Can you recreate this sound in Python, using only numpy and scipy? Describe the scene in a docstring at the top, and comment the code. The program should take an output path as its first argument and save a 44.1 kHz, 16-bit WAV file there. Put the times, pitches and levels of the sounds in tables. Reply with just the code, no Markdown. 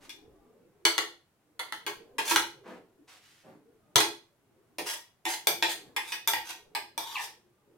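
"""A hard-walled kitchen, on a stereo pair with a conical steel strainer slightly nearer the left mic.
A steel spoon knocks inside the cone, scoops wet pulp, raps once on the rim, then taps and scrapes
the pulp off the perforated outer wall. Pulp in the contact dulls each touch. The steel is damped
by pulp and by the hand, so most of each tail is the room. Faint hiss and rumble lie underneath."""
import sys
import numpy as np
from scipy import signal
from scipy.fft import rfft, irfft, next_fast_len
from scipy.io import wavfile
from scipy.ndimage import uniform_filter1d, map_coordinates

SR = 44100
rng = np.random.default_rng(int(sys.argv[2]) if len(sys.argv) > 2 else 0)


def dump_mix(stems):
    """Bounce the given channels to the path in sys.argv[1] as a 16-bit WAV at rate SR."""
    frames = np.atleast_2d(stems).T  # one column per channel
    limited = np.clip(frames, -1, 1)  # hard clip at full scale
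    pcm = np.round(limited * 32767).astype(np.int16)
    wavfile.write(sys.argv[1], SR, pcm)


N = 342657
LENGTH = 32768  # samples for one event and its tail
T = np.arange(LENGTH) / SR

# what the steel radiates: (frequency [Hz], gain [dB])
STEEL_RADIATION = [(30, -18), (120, -5), (190, -2.5), (250, -4.5), (320, -2.5), (450, -0.5), (11000, 0),
                   (13500, -5), (16000, -4)]


def knocks(chatter_t60=.075, tip_wet_db=0, rim_wet_db=2):
    """Each touch of the spoon is one clean blow, then a chatter of tiny ones as it skids."""
    # spoon meets strainer: (time [s], level [dB], place [0 tip, 1 rim, 2 and up outer wall],
    # low cut [Hz], cushion corner [Hz], spoon ring [dB], chatter [dB])
    contacts = [(.094, -44, 1.44, 2020, 5230, -1.5, 14), (0.852, -19.5, 0.019, 660, 4550, -10, 3.5),
                (0.9805, -25.5, 0, 480, 3900, -32, -11.5), (1.593, -34.5, 0.067, 800, 2310, -29, 9),
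                (1.724, -36, 0, 950, 2320, -15, -26), (1.865, -32.5, 0.82, 100, 2700, -21.5, 2),
                (2.183, -28, 1, 394, 3000, -14, 7.5), (2.311, -26.5, 0.88, 250, 2600, -20, 5.5),
                (2.3602, -21, 0.8, 1000, 3280, -24, -18), (3.958, -18, 0.58, 300, 7540, -5.5, -8),
                (3.981, -25, 0.44, 251, 6650, -13, 5), (4.004, -25, 1.08, 252, 7260, -12.5, -3),
                (4.784, -34, 1.9, 520, 1052, -20, 5), (5.253, -30, 2.3, 200, 4230, -11.5, 8),
                (5.471, -22, 0.97, 950, 830, 4.5, -4.5), (5.625, -23.5, 2.8, 560, 4300, -13.5, -1.5),
                (5.964, -29, 2.14, 990, 2500, -16.5, 2), (6.121, -33, 2.7, 1490, 3400, -6.5, 3),
                (6.275, -24, 0.83, 1140, 750, 4.5, 3), (6.335, -29, 2.26, 1050, 2300, -12, -5),
                (6.497, -44, 1.7, 807, 2190, 1.5, -2), (6.75, -31, 1.58, 950, 1960, -31, 4),
                (6.978, -32.5, .9, 775, 900, 1, -2)]
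    out = np.zeros((2, N))
    for start, db, place, low_hz, corner_hz, spoon_db, chatter_db in contacts:
        chatter = grains(rate=2500, noise_db=-10.5) * amp(-60 * T / chatter_t60)
        force = signal.unit_impulse(LENGTH) + amp(chatter_db) * unit(chatter) / np.sqrt(LENGTH)
        ring = coloured(cushioned(steel(place, spoon_db), low_hz, corner_hz), STEEL_RADIATION)
        # the cone beams blows at its tip outward like a horn, so they sound drier
        wet_db = np.interp(place, [0, 1], [tip_wet_db, rim_wet_db])
        blow = kitchen(through(force, ring), wet_db)
        add(out, start, at_level(blow, db, 0))
    return out


def steel(place, spoon_db, scatter_db=1.0, spread_rad=0.88, attack_s=0.00028):
    """Strainer and spoon after one contact: a click, then their damped modes ring."""
    # (frequency [Hz], width [Hz], level struck at the tip [dB], at the rim [dB], on the outer wall [dB])
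    strainer_modes = [(330, 20, 18, 19, 19), (342, 9, 17, 16, 20), (417, 22, 17, 16, 12),
                      (497, 13, 9, 4, 10), (607, 15, 6, 10, 4), (693, 17, 8, 9, 10), (754, 19, 9, 6, 13),
                      (853, 21, 10, 14, 20), (922, 64, 13, 18, 22), (1109, 77, 10, 9, -12),
                      (1327, 93, 16, 6, -12), (1619, 102, 3, 14, 8), (1867, 35, 9, 6, 21),
                      (2030, 131, 16, 8, 9), (2180, 55, 9, 10, 10), (2486, 174, -12, 12, 14),
                      (2850, 72, 8, 8, 11), (3045, 77, 15, 8, 8), (3413, 239, 15, 14, 14),
                      (4202, 294, 16, 12, 10), (4712, 118, 10, 10, 9), (5202, 364, 2, 11, 12),
                      (6268, 438, 11, 11, 8), (7593, 192, 8, 6, 4), (8020, 201, 7, 8, 5),
                      (9358, 655, 9, 12, 11), (10641, 745, 12, 8, 7), (12101, 847, 5, 7, 8)]
    # (frequency [Hz], width [Hz], level [dB])
    spoon_modes = [(2355, 160, 13), (3384, 91, 20), (3632, 254, 15), (4715, 118, 13), (5967, 350, 14),
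                   (9130, 590, 15), (12338, 260, 18), (13135, 402, 18), (14607, 224, 12)]
    modes = [(hz, width, np.interp(place, [0, 1, 2], dbs)) for hz, width, *dbs in strainer_modes]
    modes += [(hz, width, db + spoon_db) for hz, width, db in spoon_modes]
    t = T[:LENGTH // 4]
    ring = np.zeros((2, len(t)))
    for hz, width, db in modes:
        # high modes reach the two mics with different phases
        phase = rng.uniform(0, 2 * np.pi) + rng.normal(0, spread_rad * min(hz / 2000, 1), (2, 1))
        size = amp(db + rng.normal(0, scatter_db)) * 2 * np.pi * width / SR
        ring += size * np.exp(-np.pi * width * t) * np.sin(2 * np.pi * hz * t + phase)
    return ring * (1 - np.exp(-t / attack_s)) + signal.unit_impulse(len(t))


def cushioned(x, low_hz, corner_hz, leak_db=-13, order=4):
    """A light touch barely moves the low modes; pulp dulls all above a corner, save a small leak."""
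    def gain(hz):
        low_cut = hz ** 4 / (hz ** 4 + low_hz ** 4)
        cushion = 1 / (1 + (hz / corner_hz) ** order)
        return np.sqrt(low_cut * (cushion + amp(leak_db) ** 2))
    return filtered(x, gain)


def scrapes(rough_db=3, low_hz=700):
    """The spoon's edge catches on hole after hole, and the rub rings the pressed steel."""
    # spoon drawn over the holes: (crest [s], rise [s], fall [s], level [dB], cushion corner [Hz],
    # steel ring [dB])
    strokes = [(2.305, 0.07, 0.043, -27.5, 12580, -9), (4.89, 0.049, 0.052, -33.5, 11800, -6),
               (5.316, .069, 0.034, -33.5, 10040, -7.5), (5.72, .067, 0.0054, -34.5, 13000, -4.5),
               (6.1, 0.08, 0.029, -43, 9500, -6), (6.505, 0.069, 0.006, -40.5, 9150, -2),
               (7.091, .105, 0.17, -44.5, 10950, 12), (7.246, .09, 0.014, -40.5, 9900, -8.5)]
    out = np.zeros((2, N))
    for crest, rise, fall, db, corner_hz, ring_db in strokes:
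        pressure = stroke(rise, fall, start_db=-11, end_db=-10.5) * amp(rough_db * wobble(200, LENGTH))
        catches = grains(rate=1400, noise_db=-0.5) * pressure
        rub = coloured(cushioned(catches, low_hz, corner_hz), STEEL_RADIATION)
        ring = amp(ring_db) * through(rub, steel(place=1.8, spoon_db=-3))
        sound = kitchen(rub + ring, wet_db=1)
        add(out, crest - rise, at_level(sound, db, rise - .02))
    return out


def slide(low_width_hz=240, high_width_hz=380, rough_db=3):
    """Uneven friction excites resonances that move as the contact runs along the spoon."""
    # two spoon resonances in the last stroke: (time [s], low [Hz], high [Hz], drive [dB])
    glide = [(6.99, 1043, 3440, -46), (7.059, 980, 3690, -48), (7.115, 1030, 3830, -44),
             (7.145, 1152, 3300, -45.5), (7.159, 1080, 2607, -31), (7.175, 895, 1897, -37.5),
             (7.21, 862, 1774, -44), (7.25, 850, 1720, -60)]
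    out = np.zeros((2, N))
    times, low_hz, high_hz, drive_db = np.transpose(glide)
    t = times[0] + T
    friction = amp(np.interp(t, times, drive_db, right=-120) + rough_db * wobble(116, LENGTH))
    resonances = [(low_hz, low_width_hz, -4), (high_hz, high_width_hz, -5),
                  (1.5 * high_hz, high_width_hz, -13)]
    for hz, width, mode_db in resonances:
        flutter = wobble(width, LENGTH) + 1j * wobble(width, LENGTH)
        phase = 2 * np.pi * np.cumsum(np.interp(t, times, hz)) / SR
        tone = unit(np.real(flutter * np.exp(1j * phase)))
        add(out, times[0], kitchen(tone * friction * amp(mode_db), wet_db=1))
    return out


def jolts(t60=0.11):
    """A hard blow pushes the cone and its handle: a low thud, mostly on the right mic."""
    # the hardest blows: (time [s], strength [dB])
    blows = [(0.854, -49.5), (2.359, -49), (3.956, -29.5)]
    # (frequency [Hz], gain [dB])
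    thud_spectrum = [(25, -22.5), (55, -15), (85, -3), (115, 6.5), (150, -5.5), (230, -5), (310, -5),
                     (380, -25), (700, -74.5)]
    out = np.zeros((2, N))
    for start, db in blows:
        thud = unit(coloured(rng.standard_normal(LENGTH), thud_spectrum)) * amp(db - 60 * T / t60)
        add(out, start, kitchen(thud, wet_db=-14) * amp([[-8], [1]]))
    return out


def pulp():
    """Wet pulp squelches softly: many small bursts and no metal ring."""
    # pulp squeezed and shifted: (crest [s], rise [s], fall [s], level [dB], low cut [Hz],
    # cushion corner [Hz])
    squeezes = [(.048, 0.056, 0.012, -56.5, 220, 5500), (2.7, 0.071, 0.078, -46, 180, 775),
                (3.092, .02, 0.088, -56.5, 750, 5500), (3.282, .11, 0.15, -61, 1650, 5500),
                (3.474, .051, 0.093, -53.5, 112, 355)]
    # (frequency [Hz], gain [dB])
    squelch_spectrum = [(40, -24), (150, -3), (300, 1), (2000, 0.5), (5000, -2.5), (11000, -3), (16000, -6)]
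    out = np.zeros((2, N))
    for crest, rise, fall, db, low_hz, corner_hz in squeezes:
        bursts = grains(rate=2000, noise_db=0) * stroke(rise, fall, start_db=-5, end_db=-8)
        muffled = cushioned(bursts, low_hz, corner_hz, leak_db=-35, order=3)
        squelch = kitchen(coloured(muffled, squelch_spectrum), wet_db=0.5)
        add(out, crest - rise, at_level(squelch, db, rise - .02))
    return out


def stroke(rise, fall, start_db, end_db):
    """Pressure builds to the crest, eases, and stops as the spoon lifts."""
    pressure = amp(np.interp(T, [0, rise, rise + fall], [start_db, 0, end_db]))
    landing = np.clip(2 * T / rise, 0, 1)
    lift = np.clip((rise + fall - T) / .012 + 1, 0, 1)
    return pressure * landing * lift


def grains(rate, noise_db):
    """Tiny slips or bursts of random size, about rate a second, over a smooth rub."""
    slips = (rng.random(LENGTH) < rate / SR) * rng.standard_normal(LENGTH)
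    return unit(slips) + amp(noise_db) * rng.standard_normal(LENGTH)


def kitchen(x, wet_db, build_s=0.0045, early_db=-13):
    """The mics get the direct sound, a few echoes off table and bowl, then the room's tail."""
    # reverberation of the hard walls: (frequency [Hz], t60 [s])
    decay_times = [(100, 0.5), (400, .36), (1000, 0.29), (4500, 0.33), (8000, 0.28), (15000, .28)]
    hz, t, spectra = signal.stft(diffuse(LENGTH), SR, nperseg=256)
    decay = amp(-60 * t / along(decay_times, hz)[:, None])
    tail = signal.istft(spectra * decay, SR, nperseg=256)[1][:, :LENGTH]
    tail *= 1 - np.exp(-(T / build_s) ** 2)
    response = amp(wet_db) * unit(tail) / np.sqrt(LENGTH)
    for channel in response:
        echo_delays = (rng.uniform(.0003, .009, size=6) * SR).astype(int)
        channel[echo_delays] += amp(early_db) * rng.standard_normal(size=6)
    response[:, 0] += 1  # direct sound
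    return through(x, response)


def room_tone(floor_db=-72, swell_trim_db=-1, patchy_db=6):
    """Steady hiss and rumble, and a low room noise that wavers."""
    # the low noise swells and fades: (time [s], level before trim [dB])
    swells = [(0, -64), (.35, -58), (.8, -64.5), (1.35, -78.5), (1.95, -56), (2.6, -61.5), (3.45, -73.5),
              (3.9, -62.5), (4.35, -75.5), (4.7, -62.5), (5.1, -78), (5.5, -65), (5.87, -51.5),
              (6.2, -68.5), (6.7, -62), (7.5, -72.5), (7.77, -63)]
    # its colour: (frequency [Hz], gain [dB])
    low_spectrum = [(100, -16), (250, -8), (340, -1.5), (440, -1.5), (560, -12), (900, -19), (1800, -29),
                    (4000, -42)]
    # hiss and rumble: (frequency [Hz], gain [dB])
    floor_spectrum = [(20, -18), (35, -10), (60, -10), (110, 2), (200, -5), (450, -10), (900, -10.5),
                      (2000, -16.5), (5000, -24), (10000, -23.5), (16000, -26)]
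    spectra = signal.stft(diffuse(N), nperseg=2048)[2]
    patches = uniform_filter1d(rng.standard_normal(spectra.shape[1:]), size=3, axis=0)  # across pitch
    patches = uniform_filter1d(patches, size=5, axis=1)  # across time
    wavering = signal.istft(spectra * amp(patchy_db * unit(patches)), nperseg=2048)[1][:, :N]
    swell_db = np.interp(np.arange(N) / SR, *np.transpose(swells)) + swell_trim_db
    low_noise = amp(swell_db) * unit(coloured(wavering, low_spectrum))
    return low_noise + amp(floor_db) * unit(coloured(diffuse(N), floor_spectrum))


def diffuse(n):
    """Noise from all sides: alike at both mics in the bass, unrelated in the treble."""
    # (frequency [Hz], left-right correlation [0 to 1])
    likeness = [(100, .85), (350, 0.72), (700, 0.78), (1400, .45), (2500, 0.17), (6000, 0)]

    def mid_side_gains(hz):
        angle = np.arccos(along(likeness, hz)) / 2
        return np.array([np.cos(angle), np.sin(angle)])
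    mid, side = filtered(rng.standard_normal((2, n)), mid_side_gains)
    return np.array([mid + side, mid - side])


def amp(db):
    """Decibels to gain."""
    return 10 ** (np.asarray(db) / 20)


def unit(x):
    """x scaled to rms 1."""
    return x / np.sqrt(np.mean(x ** 2) + 1e-20)


def at_level(x, db, start):
    """x scaled so that the 40 ms from start have this rms level."""
    part = x[:, max(round(start * SR), 0):][:, :SR // 25]
    return x * amp(db) / np.sqrt(np.mean(part ** 2) + 1e-20)


def along(points, hz):
    """A curve of (frequency [Hz], value) points, read on a log axis."""
    knots_hz, values = np.transpose(points)
    return np.interp(np.log(hz + 1), np.log(knots_hz + 1), values)


def filtered(x, response):
    """x with its spectrum multiplied by response(hz)."""
    n = x.shape[-1]
    padded = next_fast_len(n + SR // 10)
    return irfft(rfft(x, padded) * response(np.fft.rfftfreq(padded, 1 / SR)), padded)[..., :n]


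def coloured(x, points):
    """x through a (frequency [Hz], gain [dB]) curve."""
    return filtered(x, lambda hz: amp(along(points, hz)))


def wobble(rate, n):
    """A smooth random curve, rate knots a second."""
    return map_coordinates(rng.standard_normal(int(n * rate / SR) + 4), [np.arange(n) * rate / SR])


def through(x, response):
    """x convolved with a stereo impulse response."""
    return signal.fftconvolve(np.atleast_2d(x), response, axes=1)[:, :LENGTH]


def add(track, start, x):
    """Mix x into the track, start seconds in."""
    part = track[:, max(round(start * SR), 0):][:, :LENGTH]
    part += x[:, :part.shape[1]]


def scene(left_lead_s=.000018):
    """Steel and pulp over room tone; the strainer sits slightly nearer the left mic."""
    # balance of the pair: (frequency [Hz], left minus right [dB])
    balance = [(1000, -0.74), (2500, 0.5), (5000, -2.5), (9000, 1.5), (13000, 3)]
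    sides = np.array([[1], [-1]])

    def mic_pair(hz):
        return amp(sides * along(balance, hz) / 2) * np.exp(1j * np.pi * hz * left_lead_s * sides)
    straining = knocks() + scrapes() + slide() + jolts() + pulp()
    return filtered(straining, mic_pair) + room_tone()


def record(dry, top_hz=16000):
    """The recorder keeps nothing above its band limit."""
    return filtered(dry, lambda hz: 1 / np.sqrt(1 + (hz / top_hz) ** 160))


dry = scene()
out = record(dry)
dump_mix(out)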